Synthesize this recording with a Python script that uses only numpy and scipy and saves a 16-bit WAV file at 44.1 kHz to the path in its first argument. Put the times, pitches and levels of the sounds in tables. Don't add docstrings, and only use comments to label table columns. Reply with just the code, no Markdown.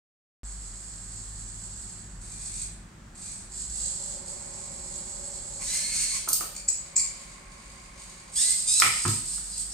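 import sys
import numpy as np
from scipy import signal
from scipy.fft import rfft, irfft, next_fast_len
from scipy.io import wavfile
from scipy.ndimage import uniform_filter1d

SR = 44100
rng = np.random.default_rng(int(sys.argv[2]) if len(sys.argv) > 2 else 0)


def wav_out(sig):
    wavfile.write(sys.argv[1], SR, np.round(np.clip(np.atleast_2d(sig).T, -1, 1) * 32767).astype(np.int16))


N = 429093
TIME = np.arange(N) / SR
START_S, CUTOFF_HZ = 0.433, 15800

# frequency_hz, gain_db
ELBOW_RESPONSE = [(1470, -35), (2500, -34), (3370, -25), (3690, -26.5), (4300, -15), (4970, -17),
                  (6060, -17.5), (7740, 1), (8160, -4.5), (8550, -10), (9800, -23), (11200, -27.5),
                  (12300, -41), (15500, -52)]
GRIPPER_RESPONSE = [(1060, -52), (1800, -42), (2040, -22), (2400, -18), (2980, -28), (4590, -11),
                    (5260, -17), (5970, -11.5), (6890, -9), (7820, 0.5), (8870, -5), (9970, -21),
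                    (12800, -34), (15500, -63)]
WRIST_RESPONSE = [(1760, -31), (3000, -4.5), (3390, -8), (4770, 2), (5460, -5.5), (7150, 3.5), (8750, 3.5),
                  (10900, -16), (15000, -27)]
BASE_RESPONSE = [(530, -57), (900, -18), (1030, -26), (1240, -26), (1740, -9), (1870, -23), (2080, -14),
                 (2710, -10.5), (3570, -16.5), (4280, -4.5), (5000, -6.5), (8780, 3), (11000, -21),
                 (13500, -20.5), (15800, -51)]
SHOULDER_RESPONSE = [(880, -52.5), (1500, -43), (2040, -30), (2220, -26), (3020, -22.5), (3790, -18.5),
                     (4350, -10.5), (4840, -9), (6080, -13.5), (8490, 4), (8920, -2.5), (9750, -17),
                     (11300, -20.5), (15800, -40.5)]
# start_s, length_s, first_db, last_db, attack_s, release_s, servo
SERVO_MOVES = [(0.43, 1.468, -44.5, -44.5, 0.02, 0.23, "elbow"),
               (2.205, 0.43, -38.5, -32.5, 0.0073, .005, "gripper"),
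               (3.146, 0.13, -37, -32.5, 0.0035, 0.1, "gripper"),
               (3.48, 0.13, -44, -35.5, 0.045, 0.058, "elbow"),
               (3.68, 0.43, -36, -39, 0.017, 0.15, "elbow"), (4.22, 0.987, -43, -41, 0.044, 0.052, "elbow"),
               (5.23, 0.84, -42.5, -40, 0.0083, 0.058, "elbow"),
               (5.595, 0.57, -26.5, -28.5, 0.056, 0.015, "base"),
               (6.2, 0.21, -43, -33.5, 0.025, 0.076, "wrist"), (6.66, 0.23, -46, -46, .02, 0.032, "wrist"),
               (7.0, 0.21, -42, -44, .05, 0.34, "wrist"), (7.5, 0.26, -47.5, -48.5, 0.02, 0.58, "wrist"),
               (7.92, 0.22, -43, -48, .08, 0.58, "wrist"), (8.315, 0.047, -40, -31, 0.011, .01, "shoulder"),
               (8.35, 0.23, -22.5, -28, 0.012, 0.055, "shoulder"),
               (8.655, 0.15, -19.5, -19.5, 0.017, 0.059, "shoulder"),
               (8.87, 0.26, -31, -28, .05, 0.086, "shoulder"),
               (9.22, 0.57, -32, -39, 0.068, 0.039, "shoulder")]


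def servo(name, case, ticks_per_s, throb_db, grind_db, level_db, pan_db, surge_db=2.5):
    tooth_rate = ticks_per_s * np.exp(.07 * drift(20) + .1 * drift(300))
    strength = amp(2.2 * np.clip(rng.standard_normal(N), -2, 2))
    ticks = np.diff(np.floor(np.cumsum(tooth_rate) / SR), prepend=0) * strength
    contact = signal.lfilter([1], [1, -np.exp(-1 / (.0003 * SR))], ticks + 1e-18)
    sliding = (.5 * unit_rms(contact) + amp(grind_db)) * rng.standard_normal(N)
    force = unit_rms(ticks) + sliding
    drive = amp(throb_db * np.cos(2 * np.pi * 50 * TIME) + surge_db * drift(10))
    gain = amp(level_db) * effort(SERVO_MOVES, name)
    return panned(gain * unit_rms(colour(force * drive, case)), pan_db)


# frequency_hz, gain_db
GEARBOX_RESPONSE = [(1200, -25), (2100, -10.5), (2600, -11), (3300, -4), (3900, -3), (4400, 0), (6300, -7),
                    (8600, 0), (10000, -18), (15000, -36)]
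# start_s, length_s, first_mesh_hz, top_mesh_hz, spin_up_s, first_db, last_db,
# first_tilt_db_per_octave, top_tilt_db_per_octave, runout_depth
MOTOR_RUNS = [(5.65, .485, 1850, 2182, .09, -39, -34.5, 0, 1, .8),
              (8.353, .19, 1535, 2130, .075, -28.5, -38.5, 8, -4, .45),
              (8.66, .14, 1185, 1450, .145, -37, -34, 9, 6, .9),
              (8.79, .25, 5015, 5015, .1, -37, -40, 0, -6, .4),
              (9.505, .045, 4780, 4920, .05, -46, -43, 0, -6, .8),
              (9.7, .04, 5350, 5470, .015, -41, -39, 0, -6, .6)]


def gear_whine(run, flutter, roughness_rad, pinion_teeth=11):
    start, length, first_hz, top_hz, spin_up_s, first_db, last_db, first_tilt, top_tilt, depth = run
    attack_s, release_s = .024, .014
    on = (TIME > start) & (TIME < start + length + 10 * release_s)
    torque = np.exp(-(TIME[on] - start) / spin_up_s)
    mesh_hz = top_hz + (first_hz - top_hz) * torque
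    tilt = top_tilt + (first_tilt - top_tilt) * torque
    phase = 2 * np.pi * np.cumsum(mesh_hz * (1 + flutter * drift(69)[on])) / SR
    rotor = phase / pinion_teeth
    phase = phase + roughness_rad * drift(500)[on]
    runout = np.cos(rotor) + np.cos(2 * rotor + 1) + .7 * drift(40)[on]
    out = np.zeros(N)
    for k in range(1, 9):
        hz = k * mesh_hz
        gain = amp(at_hz(GEARBOX_RESPONSE, hz) + tilt * np.log2(k / 2)) * (hz < CUTOFF_HZ)
        out[on] += gain * (1 + depth / k * runout) * np.sin(k * phase)
    return out * envelope(start, length, first_db, last_db, attack_s, release_s)


# frequency_hz, level_db, t60_s
ARM_MODES = [(299, -12.5, 0.081), (517, -58, 0.027), (853, -7.5, 0.032), (1070, -2.5, 0.11),
             (1106, -6.5, 0.066), (1280, 14, 0.02), (1860, -2, 0.019), (1770, 6, 0.018),
             (2380, 16.5, 0.0061), (2780, 8, 0.013)]
DESK_MODES = [(76, -25, .15), (103, 1, 0.11), (133, -7.5, 0.18), (163, -3, 0.095), (215, -4, 0.085),
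              (312, -4.5, 0.061)]
# start_s, knock_db, contact_cutoff_hz, thump_db, gear_snap_db
IMPACTS = [(6.276, -20.5, 850, -60, -70), (6.409, -18, 895, -49, -45), (8.8, -26.5, 3000, -64, -8),
           (8.821, -10, 3600, -33, -23), (8.838, -35, 4000, -32, -21), (8.859, -18.5, 4000, -31.5, -21),
           (9.052, -17.5, 1770, -19, -35), (9.06, -39, 1000, -17.5, -33), (9.08, -57, 2000, -23, -16.5),
           (9.38, -40, 1970, -45, -43)]


def knocks(arm_db, desk_db, snap_db, crack_db, crack_s, snap_s):
    out = np.zeros(N)
    crack_band = signal.butter(2, [850, 3300], "band", fs=SR, output="sos")
    snap_band = signal.butter(2, [4000, 10000], "band", fs=SR, output="sos")
    for start, knock_db, contact_hz, thump_db, gear_db in IMPACTS:
        on = (TIME >= start) & (TIME < start + .5)
        t = TIME[on] - start
        crack = signal.sosfilt(crack_band, np.exp(-t / crack_s) * rng.standard_normal(len(t)))
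        snap = signal.sosfilt(snap_band, np.exp(-t / snap_s) * rng.standard_normal(len(t)))
        contact = signal.butter(2, contact_hz, fs=SR, output="sos")
        knock = signal.sosfilt(contact, amp(arm_db) * struck(ARM_MODES, t) + amp(crack_db) * crack)
        thump = amp(thump_db + desk_db) * struck(DESK_MODES, t)
        out[on] += amp(knock_db) * knock + thump + amp(gear_db + snap_db) * snap
    return out


def struck(modes, t):
    out = 0
    for k, (hz, db, t60) in enumerate(modes):
        strength = (-1) ** k * amp(db + 2 * rng.standard_normal())
        out = out + strength * np.sin(2 * np.pi * hz * t) * np.exp(-np.log(1000) * t / t60)
    return out


JOINT_MODES = {"base": [(4730, 330, -14.5), (5500, 130, -18), (6430, 150, -13.5), (6820, 160, -15),
               (7870, 320, -9.5), (8860, 540, -3.5), (10240, 930, -11), (12400, 81, -8.5),
               (13500, 600, -14), (15200, 100, -14)], "wrist": [(2330, 330, -18), (4550, 150, -15.5),
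               (5250, 430, -7.5), (6470, 220, -7), (7060, 63, 4), (7655, 63, 9.5), (8900, 180, -12.5),
               (14200, 600, -23)], "backlash": [(2360, 210, -8.5), (4600, 186, -1), (5620, 830, -4),
               (7160, 630, 5.5), (8660, 620, 3.5)]}
# peak_s, level_db, swell_s, part
FRICTION_BURSTS = [(6.29, -22, 0.0033, "base"), (6.332, -16, 0.0019, "base"),
                   (6.552, -39, .001, "backlash"), (6.565, -31, 0.0013, "backlash"),
                   (6.58, -38, .0015, "backlash"), (6.6, -38, .001, "backlash"),
                   (6.688, -18, 0.0038, "wrist"), (6.966, -15, 0.003, "wrist"),
                   (6.985, -30, 0.0043, "backlash"), (6.999, -24.5, 0.0041, "backlash")]


def squeaks(release_s, rasp_db, level_db):
    out = np.zeros(N)
    rasp_band = signal.butter(3, [4200, 10000], "band", fs=SR, output="sos")
    for peak_s, db, swell_s, part in FRICTION_BURSTS:
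        on = (TIME > peak_s - .01) & (TIME < peak_s + .04)
        t = TIME[on] - peak_s
        swell = np.exp(np.minimum(t / swell_s, -t / release_s))
        tone = amp(rasp_db) * signal.sosfilt(rasp_band, rng.standard_normal(len(t)))
        for hz, width_hz, mode_db in JOINT_MODES[part]:
            wander = np.cumsum(rng.standard_normal(len(t))) * np.sqrt(2 * np.pi * width_hz / SR)
            tone += amp(mode_db) * np.sin(2 * np.pi * hz * t + uniform_filter1d(wander, size=32))
        out[on] += amp(db + level_db) * swell * unit_rms(tone)
    return out


# frequency_hz, nominal_width_hz, level_db
LOW_FRAME_MODES = [(372.4, 28, -5.5), (562, 57, 0.5), (794, 200, -3)]
HIGH_FRAME_MODES = [(1070, 64, -3.5), (2195, 380, -1.5)]
# start_s, length_s, first_db, last_db, attack_s, release_s, mode_group
FRAME_LOADS = [(3.65, 1.97, -48.5, -50.5, 0.49, 0.41, "low"), (6.0, 2.66, -57.5, -61, 0.49, 0.1, "low"),
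               (4.1, 1.4, -55, -64.5, .4, .1, "high"), (5.58, 0.045, -51, -43, 0.039, 0.025, "high"),
               (6.1, 0.059, -54, -42.5, 0.04, .04, "high"), (6.7, 1.64, -52.5, -56, 0.29, .2, "high")]


def frame_drone(low_db, high_db, pan_db):
    out = 0
    for modes, group, db in ((LOW_FRAME_MODES, "low", low_db), (HIGH_FRAME_MODES, "high", high_db)):
        shake = rng.standard_normal((2, N))
        body = 0
        for hz, width_hz, mode_db in modes:
            stage_width_hz = 1.33 * width_hz
            ringing = resonate(resonate(shake, hz, stage_width_hz), hz, stage_width_hz)
            body = body + amp(mode_db) * unit_rms(ringing)
        out = out + amp(db) * effort(FRAME_LOADS, group) * unit_rms(body)
    return out * ear_gains(pan_db)


# time_s, level_db
RUMBLE_LEVELS = [(0.62, -58.5), (2.14, -54.5), (4.4, -56), (4.85, -53.5), (5.34, -57.5), (5.97, -55.5),
                 (6.46, -59), (8.3, -59.5)]
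# frequency_hz, level_db
RUMBLE_SPECTRUM = [(18, -51), (30, -0.5), (54, -2), (75, -10.5), (97, -9.5), (129, -9.5), (178, -6.5),
                   (242, -12.5), (273, -25.5), (302, -18), (333, -22.5), (372, -16.5), (420, -39.5),
                   (550, -42), (920, -120)]
AIR_SPECTRUM = [(250, 0), (450, 0), (900, 1.5), (1700, 1), (3000, -9), (6000, -10), (8000, -5),
                (11000, -23.5), (15000, -28)]


def fan_noise(rumble_db, air_db, side_db):
    course_db, = in_time(RUMBLE_LEVELS)
    side = signal.sosfilt(signal.butter(2, 300, "high", fs=SR, output="sos"), rng.standard_normal(N))
    rumble = colour(rng.standard_normal(N) + amp(side_db) * side * [[1], [-1]], RUMBLE_SPECTRUM)
    air = colour(.5 * rng.standard_normal(N) + rng.standard_normal((2, N)), AIR_SPECTRUM)
    return amp(course_db + rumble_db) * unit_rms(rumble) + amp(air_db) * unit_rms(air)


# time_s, throb_db, hum_db
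TONE_LEVELS = [(0.5, -36.5, -55), (0.85, -45, -53), (1.3, -41.5, -46.5), (1.9, -50, -51), (2.7, -43, -52),
               (3.2, -65, -59), (3.7, -41.5, -57.0), (4.3, -63, -59), (5.5, -48.5, -60), (7.6, -54, -86),
               (8.5, -58.5, -76), (9.6, -46.5, -59)]


def throb_and_hum(level_db):
    throb_db, hum_db = in_time(TONE_LEVELS)
    throb = amp(throb_db) * np.sin(2 * np.pi * np.cumsum(47 + 4 * drift(5.24)) / SR)
    hum = amp(hum_db) * np.sin(2 * np.pi * np.cumsum(101 + 1.01 * drift(2.5)) / SR)
    return amp(level_db) * (throb + hum)


# frequency_hz, t60_s
REVERB_TIMES = [(100, 0.34), (400, 0.64), (1500, 0.38), (4000, 0.85), (8000, 0.15), (15000, 0.59)]


def room(x, wet_db, build_s=0.00067):
    t = TIME[:int(.8 * SR)]
    edges_hz = np.geomspace(50, 18000, 9)
    tail = 0
    for low, high in zip(edges_hz, edges_hz[1:]):
        hz = np.sqrt(low * high)
        common, own = rng.standard_normal(len(t)), rng.standard_normal((2, len(t)))
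        coherence = 1 / (1 + (hz / 450) ** 2)
        noise = np.sqrt(coherence) * common + np.sqrt(1 - coherence) * own
        band = signal.sosfilt(signal.butter(2, [low, high], "band", fs=SR, output="sos"), noise)
        tail = tail + band * np.exp(-np.log(1000) * t / at_hz(REVERB_TIMES, hz))
    tail = unit_rms(tail * (1 - np.exp(-t / build_s))) / np.sqrt(len(t))
    diffuse = signal.fftconvolve(x, tail, axes=1)[:, :N]
    return (x + amp(wet_db) * diffuse) / np.sqrt(1 + amp(wet_db) ** 2)


def envelope(start, length, first_db, last_db, attack_s, release_s):
    t = TIME - start
    load = amp(np.interp(t, [0, length], [first_db, last_db]))
    return load * np.clip(t / attack_s, 0, 1) * np.exp(-np.clip((t - length) / release_s, 0, 20))


def effort(events, part):
    return np.sqrt(sum(envelope(*row) ** 2 for *row, name in events if name == part))


def colour(x, spectrum):
    size = 2 * next_fast_len(N // 2 + 4096)
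    hz = np.arange(size // 2 + 1) * SR / size
    skirt = np.clip(hz / spectrum[0][0], .01, 1) ** 3
    cepstrum = irfft(np.log(amp(at_hz(spectrum, hz)) * skirt))[:size // 2]
    cepstrum[0] /= 2
    return irfft(rfft(x, size) * np.exp(rfft(2 * cepstrum, size)))[..., :N]


def resonate(x, hz, width_hz):
    r = np.exp(-np.pi * width_hz / SR)
    feedforward = np.sqrt((1 - r * r) / 2) * np.array([1, 0, -1])
    return signal.lfilter(feedforward, [1, -2 * r * np.cos(2 * np.pi * hz / SR), r * r], x + 1e-18)


def drift(rate_hz):
    step, settle = 40, 2000
    r = np.exp(-2 * np.pi * rate_hz * step / SR)
    slow = signal.lfilter([1], [1, -2 * r, r * r], rng.standard_normal(N // step + settle + 2))[settle:]
    return np.interp(np.arange(N) / step, np.arange(len(slow)), unit_rms(slow))


def panned(x, pan_db):
    return np.array([x, np.roll(x, 1)]) * ear_gains(pan_db)


def ear_gains(pan_db):
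    return amp(np.array([[.5], [-.5]]) * pan_db)


def at_hz(points, hz):
    point_hz, value = np.transpose(points)
    return np.interp(np.log(np.maximum(hz, 1)), np.log(point_hz), value)


def in_time(rows):
    time_s, *columns = np.transpose(rows)
    return [np.interp(TIME, time_s, column) for column in columns]


def amp(db):
    return 10 ** (np.asarray(db) / 20)


def unit_rms(x):
    return x / np.sqrt(np.mean(x ** 2) + 1e-20)


def scene():
    buzz = servo("elbow", ELBOW_RESPONSE, ticks_per_s=530,
                 throb_db=3, grind_db=-12, level_db=2.3, pan_db=-5.8, surge_db=1.1)
    buzz += servo("gripper", GRIPPER_RESPONSE, ticks_per_s=800,
                  throb_db=4, grind_db=-12, level_db=-4, pan_db=-3)
    buzz += servo("wrist", WRIST_RESPONSE, ticks_per_s=300,
                  throb_db=7.5, grind_db=1, level_db=-3.5, pan_db=-2)
    buzz += servo("base", BASE_RESPONSE, ticks_per_s=1100,
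                  throb_db=-.5, grind_db=-16, level_db=-1.5, pan_db=-2)
    buzz += servo("shoulder", SHOULDER_RESPONSE, ticks_per_s=670,
                  throb_db=4, grind_db=-6, level_db=1, pan_db=-2.5)
    whines = sum(gear_whine(run, flutter=.002, roughness_rad=.16) for run in MOTOR_RUNS)
    drone = frame_drone(low_db=-1.5, high_db=0, pan_db=-1)
    squeak = squeaks(release_s=.0024, rasp_db=-7, level_db=7)
    blows = knocks(arm_db=-13.5, desk_db=-5, snap_db=7.5, crack_db=6.5, crack_s=.0043, snap_s=.0013)
    arm = room(buzz, wet_db=5) + drone
    arm += room(panned(whines, -2.5), wet_db=-3)
    arm += room(panned(squeak, -1.7), wet_db=3)
    arm += room(panned(blows, -.33), wet_db=3.5)
    return arm + fan_noise(rumble_db=6, air_db=-55, side_db=-8) + throb_and_hum(level_db=.5)


# frequency_hz, left_minus_right_db
MIC_DIFFERENCE = [(20, 0.5), (700, 0), (1200, -3), (2500, -1), (4500, 0.5), (6500, 5.5), (7500, 2),
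                  (8500, -2), (11000, 0), (15000, -0.5)]


def record(dry):
    left = colour(dry[0], [(hz, db / 2) for hz, db in MIC_DIFFERENCE])
    right = colour(dry[1], [(hz, -db / 2) for hz, db in MIC_DIFFERENCE])
    lowpass = signal.ellip(10, .1, 80, CUTOFF_HZ, fs=SR, output="sos")
    return signal.sosfilt(lowpass, np.array([left, right]) * (TIME >= START_S))


dry = scene()
out = record(dry)
wav_out(out)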